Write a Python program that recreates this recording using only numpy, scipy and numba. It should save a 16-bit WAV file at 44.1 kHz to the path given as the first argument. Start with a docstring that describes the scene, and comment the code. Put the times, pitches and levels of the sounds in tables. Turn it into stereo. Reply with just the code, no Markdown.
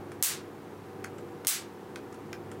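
"""Two sparks crack between the prongs of a small hand-held high-voltage device in a live little room.
Each is one pressure spike, trailed by tight echoes and a bright room ring. The plastic push button
snaps against its stop and the case ticks under the thumb, over a steady bed of fan and mains hum.
Each spark pushes a fast compressor down, so the hum ducks and the room's ring is drawn out."""
import sys
import numpy as np
from scipy import signal
from scipy.fft import rfft, irfft, next_fast_len
from scipy.io import wavfile
from scipy.ndimage import uniform_filter1d, map_coordinates
from numba import njit

SR = 44100
rng = np.random.default_rng(int(sys.argv[2]) if len(sys.argv) > 2 else 0)


def persist_wave(psi):
    """Save psi, clipped to +-1, as 16-bit WAV."""
    counts = np.round(np.clip(psi, -1, 1) * 32767).astype(np.int16)
    wavfile.write(sys.argv[1], SR, np.atleast_2d(counts).T)


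N = 114660

# tone of the fan's air rush: freq_hz, gain_db
AIR_EQ = [(25, -38), (45, -27), (70, -15), (100, -10), (125, -7), (190, -4), (260, -6), (340, -3),
          (470, -5), (580, -11), (900, -10), (1400, -16), (2000, -21), (3000, -27), (5000, -32.5),
          (9000, -36), (16000, -37.5)]
# stereo image of the rush (1 is mono, 0 is wide): freq_hz, correlation
AIR_CORRELATION = [(30, 0.96), (100, 1), (350, 0.96), (700, 0.68), (1500, 0.46), (4000, 0.17),
                   (15000, 0.13)]
# fan and mains hum tones: pitch_hz, level_db, width_hz
HUM_TONES = [(100, -57.5, 1.5), (153, -59.5, 10), (212, -58, 9), (289, -55.5, 14), (349.5, -52.5, 4),
             (381.5, -54, 3), (415, -58.5, 10), (479, -55.5, 9), (762.5, -61.5, 5)]
# slow swell of the bed's low end: time_s, gain_db
LOW_SWELL = [(0, 1), (.2, 1.5), (.6, -2), (.9, -0.5), (1.15, 2), (1.4, -0.5), (1.75, -1.5), (2.3, 0.8),
             (2.6, 1.5)]
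# faint ticks of the case: start_s, level_db
CASE_TICKS = [(0.118, -48.5), (1.1836, -51.5), (2.126, -52.5), (2.144, -53.5), (2.516, -48), (2.52, -57)]
# tone of a tick: freq_hz, gain_db
TICK_EQ = [(300, 4), (1500, 18), (4000, 1.5), (7000, 6), (10000, 3), (15000, -19)]
# decay of the room: freq_hz, t60_s
ROOM_DECAY = [(300, 0.22), (1500, 0.3), (4000, 0.25), (8000, 0.19), (15000, 0.15)]
# spark hits: start_s, level_db
SPARK_HITS = [(0.22645, 15.5), (1.47055, 14.5)]
# slaps off near surfaces: delay_s, left_db, right_db
NEAR_ECHOES = [(.00093, -14, -7), (.00227, -2, -12), (.0032, -7, -18), (.0046, -14, -20), (.0077, -11, -8),
               (.0097, -10, -10), (.0107, -8, -8)]
# tone of a spark's crack: freq_hz, gain_db
CRACK_EQ = [(200, -12), (700, -12), (1500, -8), (4000, -3), (8500, 2.5), (12000, 2.5), (16000, -3)]
# tone of its ring in the room: freq_hz, gain_db
RING_EQ = [(200, -41), (700, -16.5), (1500, -10), (3000, -8), (5000, -4.5), (8000, 2), (11000, 0.5),
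           (16000, -1.5)]
# balance of that ring: freq_hz, left_over_right_db
RING_BALANCE = [(1000, -0.5), (4400, 1), (8100, -1), (14000, 2)]
# button clicks: start_s, snap_db, travel_s, stop_db, knock_db
BUTTON_CLICKS = [(1.0425, -24.5, 0.00311, -21, -22.5), (1.4489, -22, .0022, -33, -40),
                 (1.959, -24, .0028, -26.5, -28), (2.33, -25.5, .0025, -26.5, -29)]
# resonances the case rings with at each contact: pitch_hz, level_db, t60_s
CONTACT_RING_MODES = [(1598, -17, 0.017), (2130, -20, 0.029), (2420, -12, .01), (3270, -26, 0.01),
                      (5380, -16.5, 0.0073), (6600, -22, 0.013), (7480, -23.5, .006), (8940, -15.5, 0.0025)]
# tone of a contact's noise burst: freq_hz, gain_db
BURST_EQ = [(300, -12), (2000, 1.5), (6000, -1), (11000, -9), (15000, -8)]
# resonances of the knocked case: pitch_hz, level_db, t60_s
CASE_MODES = [(1280, -10, 0.01), (1454, -4.5, .011)]


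def amp(db):
    """Decibels to gain."""
    return 10 ** (np.asarray(db) / 20)


def unit(x):
    """Scale to rms 1."""
    return x / np.sqrt(np.mean(x ** 2) + 1e-20)


def along(points, hz):
    """Read (Hz, value) points on a log axis."""
    f, v = np.transpose(points)
    return np.interp(np.log(hz + 1), np.log(f + 1), v)


def fade(t, t60):
    """Exponential decay."""
    return np.exp(-np.log(1000) * t / t60)


def filtered(x, response):
    """x times a complex response of frequency."""
    n = x.shape[-1]
    m = next_fast_len(n + SR // 4)
    return irfft(rfft(x, m) * response(np.fft.rfftfreq(m, 1 / SR)), m)[..., :n]


def coloured(x, points):
    """Causal filter with the given (Hz, dB) shape."""
    size = 2048
    cep = irfft(np.log(amp(along(points, np.fft.rfftfreq(size, 1 / SR)))))
    cep[1:size // 2] *= 2
    cep[size // 2 + 1:] = 0
    return signal.fftconvolve(x, irfft(np.exp(rfft(cep)))[None], axes=1)


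def add(track, s, sound):
    """Mix a sound in at time s."""
    part = track[:, round(s * SR):][:, :sound.shape[-1]]
    part += sound[..., :part.shape[1]]


def fan_and_mains(air_db=-46, waver_db=2.5, swell_below_hz=870):
    """A bed of rushing air and wavering hum; the low end swells slowly while the hiss holds steady."""
    def air_spread(hz):
        """Mid and side gains: the less alike the channels, the more side."""
        angle = np.arccos(np.clip(along(AIR_CORRELATION, hz), -1, 1)) / 2
        return amp(along(AIR_EQ, hz)) * [np.cos(angle), np.sin(angle)]

    t = np.arange(N) / SR
    mid, side = filtered(rng.standard_normal((2, N)), air_spread)
    bed = amp(air_db) * unit(np.array([mid + side, mid - side]))
    for hz, db, width_hz in HUM_TONES:
        knots = rng.standard_normal((2, 256))  # smoothed into pitch drift and level waver
        drift, waver = (map_coordinates(row, [t * width_hz * 2], mode="mirror") for row in knots)
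        phase = 2 * np.pi * np.cumsum(hz + drift * width_hz / 2) / SR
        bed += np.sqrt(2) * amp(db + waver_db * waver) * np.sin(phase)
    low_end = filtered(bed, lambda hz: 1 / (1 + (hz / swell_below_hz) ** 2))
    swell = amp(np.interp(t, *np.transpose(LOW_SWELL)))
    return bed + low_end * (swell - 1)


def case_ticks(t60_s=0.033):
    """Light touches of the thumb draw short, noisy ticks from the case."""
    out, t = np.zeros((1, N)), np.arange(SR // 10) / SR
    for start_s, db in CASE_TICKS:
        burst = rng.standard_normal((1, len(t))) * fade(t, t60_s)
        add(out, start_s, amp(db) * coloured(burst, TICK_EQ))
    return out


def room_tail(predelay_s=0.0024, build_s=0.012):
    """A fresh stereo reverb tail of unit energy a side: it blooms, then the top dies first."""
    hz, t, spectrum = signal.stft(rng.standard_normal((2, SR // 2)), SR, nperseg=256)
    tail = signal.istft(spectrum * fade(t, along(ROOM_DECAY, hz)[:, None]), SR, nperseg=256)[1]
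    age_s = np.maximum(np.arange(tail.shape[1]) / SR - predelay_s, 0)
    tail *= 1 - np.exp(-age_s / build_s)
    return tail / np.linalg.norm(tail, axis=1, keepdims=True)


def handling_in_room(handling, pan_db=-1, wet_db=-3.5, damping_t60_s=0.16):
    """Handling noise sits just right of centre, with a damped room tail behind it."""
    tail = room_tail()
    tail *= fade(np.arange(tail.shape[1]) / SR, damping_t60_s)
    wet = signal.fftconvolve(handling, tail / np.linalg.norm(tail[0]), axes=1)[:, :N]
    return handling * amp([[pan_db], [-pan_db]]) + amp(wet_db) * wet


def sparks(right_db=-1, scatter_db=-7, scatter_t60_s=0.016, wall_db=-8, wall_echoes_per_s=900,
           wet_db=9.5, crossfeed=0.06):
    """Each spark is one pressure spike, then near echoes, sparse wall echoes and the room's ring."""
    out, t = np.zeros((2, N)), np.arange(SR // 10) / SR
    last_near_s, treble_t60_s = NEAR_ECHOES[-1][0], ROOM_DECAY[-1][1]
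    for start_s, db in SPARK_HITS:
        scatter = rng.standard_normal((2, len(t))) * fade(t, scatter_t60_s)
        crack = amp(scatter_db) * scatter / np.linalg.norm(scatter[0])
        crack[:, 0] += amp([0, right_db])  # the direct spike
        for delay_s, *stereo_db in NEAR_ECHOES:
            crack[:, round(delay_s * SR)] += amp(stereo_db)
        wall_hits = (rng.random(len(t)) < wall_echoes_per_s / SR) & (t > last_near_s)
        crack += amp(wall_db) * wall_hits * rng.random((2, len(t))) * fade(t, treble_t60_s)
        tail = room_tail()
        ring = tail + crossfeed * tail[::-1]
        ring = filtered(ring, lambda hz: amp(np.outer([.5, -.5], along(RING_BALANCE, hz))))
        add(out, start_s, amp(db) * coloured(crack, CRACK_EQ))
        add(out, start_s, amp(db + wet_db) * coloured(ring, RING_EQ))
    return out


def plastic_contact(t, burst_db=-8, burst_t60_s=0.0058):
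    """Plastic hits plastic: a noise transient and the case's ring, a little different each time."""
    ring = sum(amp(db + rng.normal(0, 2)) * fade(t, t60_s) * np.sin(2 * np.pi * hz * t)
               for hz, db, t60_s in CONTACT_RING_MODES)
    burst = fade(t, burst_t60_s) * rng.standard_normal((1, len(t)))
    return ring + amp(burst_db) * coloured(burst, BURST_EQ)[:, :len(t)]


def button_clicks():
    """The button snaps over, then hits its end stop and knocks the case."""
    out, t = np.zeros((1, N)), np.arange(SR // 10) / SR
    knock = -sum(amp(db) * fade(t, t60_s) * np.sin(2 * np.pi * hz * t) for hz, db, t60_s in CASE_MODES)
    for start_s, snap_db, travel_s, stop_db, knock_db in BUTTON_CLICKS:
        add(out, start_s, amp(snap_db) * plastic_contact(t))
        add(out, start_s + travel_s, amp(stop_db) * plastic_contact(t) + amp(knock_db) * knock)
    return out


@njit
def follow(x, rise, fall):
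    """Follow x quickly upward and slowly downward."""
    out, level = np.zeros(len(x)), 0.
    for i in range(len(x)):
        level += (x[i] - level) * (rise if x[i] > level else fall)
        out[i] = level
    return out


def scene():
    """Sparks up front, clicks and ticks behind them, the hum bed underneath."""
    return sparks() + handling_in_room(button_clicks() + case_ticks()) + fan_and_mains()


def record(dry):
    """A fast compressor ducks the mix under each spark, into a soft clipper and a steep high cut."""
    threshold_db, slope, detect_s, attack_s, release_s = -22, 0.97, 0.002, 0.0015, 0.028
    ceiling_db, high_cut_hz = -3, 15850
    power = np.abs(uniform_filter1d(np.mean(dry ** 2, axis=0), round(detect_s * SR)))  # looks ahead
    over_db = np.maximum(10 * np.log10(power + 1e-12) - threshold_db, 0)
    duck_db = follow(slope * over_db, 1 / (1 + attack_s * SR), 1 / (1 + release_s * SR))
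    clipped = amp(ceiling_db) * np.tanh(dry * amp(-duck_db - ceiling_db))
    return filtered(clipped, lambda hz: 1 / np.sqrt(1 + (hz / high_cut_hz) ** 160))


dry = scene()
out = record(dry)
persist_wave(out)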